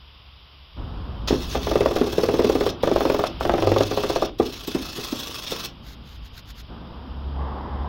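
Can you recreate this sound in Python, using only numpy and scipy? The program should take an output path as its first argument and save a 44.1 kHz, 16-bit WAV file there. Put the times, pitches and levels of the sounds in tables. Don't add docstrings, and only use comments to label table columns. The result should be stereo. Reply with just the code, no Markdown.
import sys
import numpy as np
from scipy import signal
from scipy.fft import rfft, irfft, next_fast_len
from scipy.io import wavfile
from scipy.ndimage import uniform_filter1d, minimum_filter1d

SR = 44100
rng = np.random.default_rng(int(sys.argv[2]) if len(sys.argv) > 2 else 0)


def pcm_store(signal):
    levels = np.round(np.clip(np.atleast_2d(signal), -1, 1) * 32767)
    wavfile.write(sys.argv[1], SR, levels.astype(np.int16).T)


N = 347798
TIME = np.arange(N) / SR


def amp(db):
    return 10 ** (np.asarray(db) / 20)


def evened(x):
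    return x / np.sqrt(np.mean(x ** 2) + 1e-20)


def read(points, hz):
    f, value = np.transpose(points)
    return np.interp(np.log(hz + 1), np.log(f), value)


def level_curve(rows):
    s, db = np.transpose(rows)
    return np.interp(TIME, s, db)


def colour(x, spectrum):
    size = next_fast_len(x.shape[-1])
    gain = amp(read(spectrum, np.fft.rfftfreq(size, 1 / SR)))
    return evened(irfft(rfft(x, size) * gain, size)[..., :x.shape[-1]])


def noise(spectrum):
    return colour(rng.standard_normal((2, N)), spectrum)


def place(x, side):
    size = next_fast_len(N + 2000)
    ratio = amp(read(side, np.fft.rfftfreq(size, 1 / SR)))
    gains = 2 * np.array([ratio, np.ones_like(ratio)]) / np.hypot(1, ratio)
    return irfft(rfft(x, size) * gains, size)[:, :N]


def add(mix, s, sound):
    part = mix[:, max(round(s * SR), 0):][:, :sound.shape[1]]
    part += sound[:, :part.shape[1]]


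def ring(modes, t):
    out = 0
    for hz, db, t60_s in modes:
        phase = rng.random((2, 1))
        out = out + amp(db - 60 * t / t60_s) * np.sin(2 * np.pi * (hz * t + phase))
    return out


def swell(peak_s, db, rise_db_per_s, decay_db_per_s):
    before_db = (peak_s - TIME) * rise_db_per_s
    after_db = (TIME - peak_s) * decay_db_per_s
    return amp(db - np.maximum(before_db, after_db))


def low_tone(hz, waver):
    drift = colour(rng.standard_normal(N), [(6, -4.5), (15, -12.0), (60, -69), (200, -120)])
    return np.sqrt(2) * np.sin(2 * np.pi * np.cumsum(hz * (1 + waver * drift)) / SR)


# (frequency [Hz], relative level [dB per Hz])
RUMBLE_SPECTRUM = [(20, -12), (40, -2), (58, 7.5), (80, -0.5), (110, -4.5), (160, -12), (300, -36),
                   (900, -72)]
# (time [s], level [dB])
RUMBLE_LEVEL = [(0, -52), (.74, -50.5), (.79, -31), (1.7, -31), (3.2, -43), (3.48, -28), (3.6, -37),
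                (4.7, -43), (5.3, -46.5), (5.7, -42), (7.05, -38), (7.89, -35.5)]


def hall_rumble(trim_db=-1, apart=0.2):
    low = noise(RUMBLE_SPECTRUM)
    difference = low[1] * np.array([[1], [-1]])
    return evened(low[0] + apart * difference) * amp(level_curve(RUMBLE_LEVEL) + trim_db)


# (frequency [Hz], relative level [dB per Hz])
MACHINE_SPECTRUM = [(80, -31), (160, 6.5), (260, 3.5), (400, -3), (650, -5.5), (1000, -5), (1300, -8.5),
                    (1800, -19.5), (3000, -51), (6000, -96)]
# (frequency [Hz], relative level [dB per Hz])
HISS_SPECTRUM = [(800, -5), (1100, 1), (1700, -9), (2400, -4.5), (3100, 3.5), (3700, -0.5), (4300, -9.5),
                 (4900, -3), (5500, -12.5), (6200, -40), (9000, -53), (11500, -25), (13000, -34),
                 (16000, -36)]
# (frequency [Hz], relative level [dB per Hz])
HOLLOW_SPECTRUM = [(70, -16), (135, 8.5), (185, -1), (250, 5.5), (320, -15), (600, -26), (1500, -50.5)]
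# (start [s], machine level [dB], hiss level [dB], under-floor murmur level [dB])
BACKGROUND_STEPS = [(0, -70, -52, -83), (0.767, -40.5, -51, -53), (2.8, -43.5, -44.5, -51),
                    (4.3, -65, -54, -52), (5.68, -50.5, -53, -45.5), (6.08, -55, -52, -55.5),
                    (6.69, -42, -53, -52)]
# (frequency [Hz], level difference [dB])
FAR_SIDE = [(60, 5), (200, 2), (700, 4.7), (1290, 11.2), (2380, 24), (4400, 39), (8000, 32), (15000, 8)]


def background(fade_s=0.013):
    starts_s, *levels_db = np.transpose(BACKGROUND_STEPS)
    step = np.searchsorted(starts_s[1:], TIME)
    gains = uniform_filter1d(amp(levels_db)[:, step], round(fade_s * SR), axis=1)
    machines, hiss, hollow = gains
    far = machines * noise(MACHINE_SPECTRUM) + hiss * noise(HISS_SPECTRUM)
    return place(far, FAR_SIDE) + hollow * noise(HOLLOW_SPECTRUM)


# (time [s], level [dB])
HUM_LEVEL = [(0, -51.5), (6.6, -68), (6.8, -44.5), (7.1, -43), (7.18, -33), (7.42, -27), (7.63, -38.5),
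             (7.76, -30), (7.89, -29.5)]


def machine_hum(hz=69.1, overtone_db=-15):
    tone = low_tone(hz, waver=0.006) + amp(overtone_db) * low_tone(2 * hz, waver=0.011)
    return amp(level_curve(HUM_LEVEL)) * tone


# (start [s], end [s])
CONTACT = [(1.275, 2.712), (2.825, 3.28), (3.4, 4.268), (4.385, 5.675)]


def contact_gain(edge_s=0.0049):
    return sum(np.clip(np.minimum(TIME - start, (end - TIME) / 3) / edge_s + .5, 0, 1)
               for start, end in CONTACT)


def flicks(per_s, spread_db):
    strength = amp(spread_db * np.minimum(rng.exponential(1, N), 4))
    snaps = rng.random(N) < per_s / SR
    return evened(strength * snaps * rng.standard_normal((2, N)))


def shifting(x, depth_db, patch_hz=300, patch_s=.04):
    z = signal.stft(x, SR, nperseg=512)[2]
    patches = rng.standard_normal(z.shape[1:])
    patches = uniform_filter1d(patches, max(round(patch_hz * 512 / SR), 1), axis=0)
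    patches = uniform_filter1d(patches, max(round(patch_s * SR / 256), 1), axis=1)
    return evened(signal.istft(z * amp(depth_db * evened(patches)), SR, nperseg=512)[1][:, :N])


# (first push [s], last push [s], pushes [count], relative stroke level [dB],
#   fizz re stroke [dB], relative head force [dB], central blow pitch [Hz])
RUNS = [(1.672, 1.716, 2, -24.5, -20, -11, 510), (1.758, 2.015, 6, -25, -19, -4, 500),
        (2.071, 2.13, 2, -24.5, -16.5, -17, 424), (2.184, 2.447, 6, -25, -17.5, -6, 485),
        (2.499, 2.666, 4, -24, -17.5, -5, 496), (2.836, 2.916, 3, -26.5, -18.5, -5.5, 516),
        (2.962, 3.240, 7, -27, -16.5, -6.5, 588), (3.41, 3.625, 6, -27.5, -17.5, -10, 665),
        (3.674, 3.809, 4, -23.5, -20, -4, 513), (3.913, 4.224, 6, -23, -19, -10, 540),
        (4.394, 4.607, 4, -27.5, -17.5, -65, 398), (4.683, 4.895, 4, -25, -17.5, -45, 400),
        (4.969, 5.353, 6, -24, -16, -38, 400), (5.436, 5.603, 3, -23, -17, -52, 400)]
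# (time [s], force re run [dB])
ACCENTS = [(1.811, 5.5), (1.912, -9.5), (2.014, 1.5), (2.394, 6), (3.101, 4.5), (3.496, 7.5), (3.54, 6),
           (3.626, 9.5), (4.224, 6)]
STROKE_SHARE, ACCENT_REACH_S = 0.26, 0.015
RETURN_DB, RETURN_FIZZ_DB, STROKE_SCATTER_DB = -1.8, -1.3, 1.63
FORCE_SCATTER_DB, PITCH_SCATTER = 1.2, 0.085
PANEL_DB, PANEL_GIVE_DB_PER_DB, USUAL_FORCE_DB = -5, 0.59, -6.5


def scrubbing():
    strokes, blows = [], []
    for first, last, count, db, fizz_db, force_db, hz in RUNS:
        pushes, cycle_s = np.linspace(first, last, round(count), retstep=True)
        length_s = STROKE_SHARE * cycle_s
        for s in pushes:
            push, pull, force, pitch = rng.standard_normal(4)
            push_db = db + STROKE_SCATTER_DB * push
            pull_db = db + RETURN_DB + STROKE_SCATTER_DB * pull
            strokes.append((s, length_s, push_db, fizz_db))
            strokes.append((s + cycle_s / 2, length_s, pull_db, fizz_db + RETURN_FIZZ_DB))
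            accent_db = sum(extra for at, extra in ACCENTS if abs(at - s) < ACCENT_REACH_S)
            blow_db = force_db + accent_db + FORCE_SCATTER_DB * force
            ring_db = min(PANEL_DB - PANEL_GIVE_DB_PER_DB * (blow_db - USUAL_FORCE_DB), 0)
            blows.append((s, blow_db, hz * np.exp(PITCH_SCATTER * pitch), ring_db))
    return strokes, blows


# (frequency [Hz], relative level [dB per Hz])
RASP_SPECTRUM = [(70, -3), (150, -2), (280, 1.5), (520, -1), (850, -5), (1150, 0), (1500, -6.5),
                 (2250, -8.5), (3400, 1.5), (4500, -2.5), (5350, -2), (6800, -10), (7700, -26.5),
                 (10000, -20.5), (16000, -23.5)]
# (frequency [Hz], relative level [dB per Hz])
FIZZ_SPECTRUM = [(3000, -23), (7500, -3), (8500, -4), (10000, -6.5), (13000, -1), (15000, -4.5),
                 (15700, 6.5), (16500, -14)]
# (frequency [Hz], relative level [dB], t60 [s])
STEEL_MODES = [(1100, -8, .06), (1650, -9, .04), (2612, 1, .06), (2950, -7, .03), (3376, 1, .03),
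               (3490, -3, .04), (3760, -8, .04), (4167, -5, .055), (4305, -6, .055), (5020, -5, .03),
               (5274, -1, .055), (5544, -6, .065), (6030, -10, .035), (6700, -11, .025), (8590, -16, .025)]
# (peak time [s], length [s], relative level [dB], fizz re stroke [dB])
SCRAPES = [(1.281, 0.027, -16.5, -44), (1.328, 0.073, -28, -21.5), (1.423, 0.049, -26.5, -19),
           (1.532, 0.062, -24, -19), (1.641, 0.047, -26, -22), (2.698, 0.02, -23, -30),
           (3.273, 0.012, -21.5, -19), (3.87, 0.023, -26, -17), (4.677, 0.0082, -34, -1),
           (5.654, .014, -23.5, -10)]


def brush(strokes, rasp_db=-10.0, steel_db=-15.5, fizz_db=-4,
          drag_db=-11, drag_stretch=1.2, tip_drag_db=-5):
    power, tip_power = np.zeros((2, N))
    for s, length_s, db, tips_db in strokes + SCRAPES:
        near = slice(round((s - .07) * SR), round((s + 0.067) * SR))
        u = (TIME[near] - s) / length_s
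        sweep = amp(2 * db) * np.exp(-4 * np.log(2) * u ** 2)
        drag_shape = np.exp(-4 * np.log(2) * (u / drag_stretch) ** 2) * (u > 0)
        drag = amp(2 * (db + drag_db)) * drag_shape
        power[near] += sweep + drag
        tip_power[near] += (sweep + drag * amp(2 * tip_drag_db)) * amp(2 * tips_db)
    press, tips = np.sqrt([power, tip_power]) * contact_gain()
    scrape = shifting(flicks(per_s=6000, spread_db=2.5), depth_db=2.5)
    fizz = shifting(flicks(per_s=7800, spread_db=1.0), depth_db=4.5)
    steel = ring(STEEL_MODES, np.arange(SR // 5) / SR)
    steel /= np.linalg.norm(steel[0])
    strikes = flicks(per_s=2700, spread_db=1.5) * press
    ringing = signal.fftconvolve(strikes, steel, axes=1)[:, :N]
    return (amp(rasp_db) * colour(scrape, RASP_SPECTRUM) * press
            + amp(steel_db) * ringing
            + amp(fizz_db) * colour(fizz, FIZZ_SPECTRUM) * tips)


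# (frequency [Hz], relative level [dB], t60 [s])
SHIELD_MODES = [(257.9, 1.5, 0.19), (343.1, 3, 0.19), (413, 4.5, 0.11), (465, -11, 0.11), (535, 2, 0.096),
                (590, -16, 0.057), (783, 8, 0.044), (1010, -12, 0.024), (1188, 13.5, 0.036)]
# (frequency [Hz], relative level [dB per Hz])
SHUDDER_SPECTRUM = [(50, -7.5), (110, -7.5), (200, -8.5), (280, 1), (450, -4), (700, -6), (900, -14.5),
                    (1200, -14), (1500, -20), (2500, -27), (6000, -64), (12000, -80)]
# (frequency [Hz], relative level [dB per Hz])
CRACK_SPECTRUM = [(400, -24), (800, 2.5), (1200, 1), (1800, -7), (3500, -8), (7000, -27.5), (14000, -48)]
# (time [s], relative force [dB], blow pitch [Hz], panel ringing re blow [dB])
BUMPS = [(1.3091, -7.5, 393, -4.5), (1.3294, -4, 312, -6.5), (1.5505, -14, 567, 3.5),
         (4.4012, -2, 408, -7.5), (4.4753, -20.5, 415, -7), (4.682, -16.5, 316, -6.5),
         (4.7518, -12, 312, -1.5), (4.9832, -26.5, 334, 4.5), (5.1297, -14, 300, -6.5),
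         (5.2953, -29, 413, -6), (5.5236, -16.5, 470, -4)]


def knocks(hits, blow_db=-2.0, overtone_db=-12, modes_db=-11.0, shudder_db=-7, crack_db=-19,
           rise_s=0.0012, fall_s=0.0017, build_s=0.004, shudder_t60_s=0.12, lag_s=0.00044,
           spot_db=1.5, usual_hz=500, harden_db=8):
    out, lead_s = np.zeros((2, N)), .01
    t = np.arange(SR // 4) / SR - lead_s
    after = np.maximum(t, 0)
    spreading = np.clip(t / build_s + 0.073, 0, 1)
    u = t - np.array([[0], [lag_s]])
    for s, db, hz, ring_db in hits + BUMPS:
        hardness = hz / usual_hz
        contact = np.exp(np.where(u < 0, -(u * hardness / rise_s) ** 2 / 2, -u * hardness / fall_s))
        thud = np.cos(2 * np.pi * (hz * u + rng.random() + 0.28 * rng.random((2, 1))))
        overtone = np.cos(2 * np.pi * (1.79 * hz * u + rng.random((2, 1))))
        crack = colour(rng.standard_normal(u.shape), CRACK_SPECTRUM)
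        bright = amp(overtone_db) * contact * overtone + amp(crack_db) * crack
        blow = contact * (amp(blow_db) * thud + amp(harden_db * np.log2(hardness)) * bright)
        modes = []
        for f, level, t60_s in SHIELD_MODES:
            mismatch_db = 10 * np.log10(1 + (f / hz) ** 4 + (hz / f / 1.42) ** 4)
            modes.append((f, level + spot_db * rng.standard_normal() - mismatch_db, t60_s))
        spectrum = [(f * np.sqrt(hardness), level) for f, level in SHUDDER_SPECTRUM]
        shudder = colour(rng.standard_normal(u.shape), spectrum)
        shudder_gain = amp(shudder_db - 60 * after / shudder_t60_s)
        tail = amp(modes_db) * ring(modes, after) + shudder_gain * shudder
        add(out, s - lead_s, amp(db) * (blow + spreading * amp(ring_db) * tail))
    return out


# (frequency [Hz], t60 [s])
HALL_T60 = [(100, 0.63), (500, 0.26), (3000, 0.18), (6000, 0.13), (9000, 0.079), (16000, 0.093)]


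def echo(x, build_s=0.029, count=3, turns_per_s=20):
    out = np.zeros((2, N))
    for k in range(count):
        hz, t, z = signal.stft(rng.standard_normal((2, SR * 2 // 3)), SR, nperseg=256)
        decay = amp(-60 * t / read(HALL_T60, hz)[:, None])
        tail = signal.istft(z * decay, SR, nperseg=256)[1]
        tail *= np.clip(np.arange(tail.shape[1]) / SR / build_s, 0, 1)
        turn = (TIME * turns_per_s - k) % count
        share = np.sin(np.pi / 2 * turn) * (turn < 2)
        out += signal.fftconvolve(x * share, tail / np.linalg.norm(tail[0]), axes=1)[:, :N]
    return out


# (peak level [dB], rise [dB/s], decay [dB/s])
BOOM_SWELL = (-22.5, 210, 56)


def pipe_boom(peak_s=3.68, hz=103.5):
    return swell(peak_s, *BOOM_SWELL) * low_tone(hz, waver=0.019)


# (half-open time [s], half-closed time [s], fully open level [dB])
SQUIRTS = [(5.843, 5.947, -49.5), (6.05, 6.175, -56), (6.24, 6.28, -52), (6.343, 6.404, -47.5),
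           (6.474, 6.518, -47), (6.564, 6.616, -46.5)]
# (frequency [Hz], relative level [dB per Hz])
SPRAY_SPECTRUM = [(880, -13), (1500, 3), (3090, -5.5), (3730, 4.5), (5020, 0), (5880, -6), (6630, -4.5),
                  (8240, -22), (12700, -8.5), (16000, -16)]


def spray(opening_s=0.054, closing_s=0.023, sputter_db=2):
    valve = np.zeros(N)
    for start, end, db in SQUIRTS:
        ramp = np.minimum((TIME - start) / opening_s, (end - TIME) / closing_s) + .5
        valve += amp(db) * np.clip(ramp, 0, 1) ** 1.3
    sputter = colour(rng.standard_normal(N), [(10, 6), (60, 2), (300, -23), (2000, -70)])
    return valve * amp(sputter_db * sputter) * noise(SPRAY_SPECTRUM)


# (frequency [Hz], relative level [dB per Hz])
RUSH_SPECTRUM = [(120, -11), (210, 8.5), (330, 2), (470, 3.5), (620, 0), (850, 6), (1100, 3.5),
                 (1400, -7.5), (2000, -14.5), (4000, -61)]
# (peak level [dB], rise [dB/s], decay [dB/s])
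RUSH_SWELL = (-35, 130, 2.5)


def rush(peak_s=7.41):
    return swell(peak_s, *RUSH_SWELL) * noise(RUSH_SPECTRUM)


# (frequency [Hz], level difference [dB])
NEAR_SIDE = [(60, 1.5), (200, 3), (700, 4), (1290, 8), (2380, 12.5), (4400, 15), (6000, 31), (7400, 38),
             (8600, 12.5), (11000, 9.5), (15000, 3.5)]


def scene(brush_wet_db=-12, knock_wet_db=-17):
    hall = hall_rumble() + background() + machine_hum()
    strokes, hits = scrubbing()
    scrub, blows = brush(strokes), knocks(hits)
    near = scrub + blows + echo(amp(brush_wet_db) * scrub + amp(knock_wet_db) * blows)
    far = spray() + rush()
    return hall + place(near, NEAR_SIDE) + pipe_boom() + place(far, FAR_SIDE)


def record(dry, edge_hz=15950):
    room = minimum_filter1d(1 / np.maximum(abs(dry).max(axis=0), 1), size=200)
    limited = dry * uniform_filter1d(room, size=200)
    lowpass = signal.firwin(511, edge_hz, window=("kaiser", 9), fs=SR)
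    return signal.oaconvolve(limited, lowpass[None], "same")


dry = scene()
out = record(dry)
pcm_store(out)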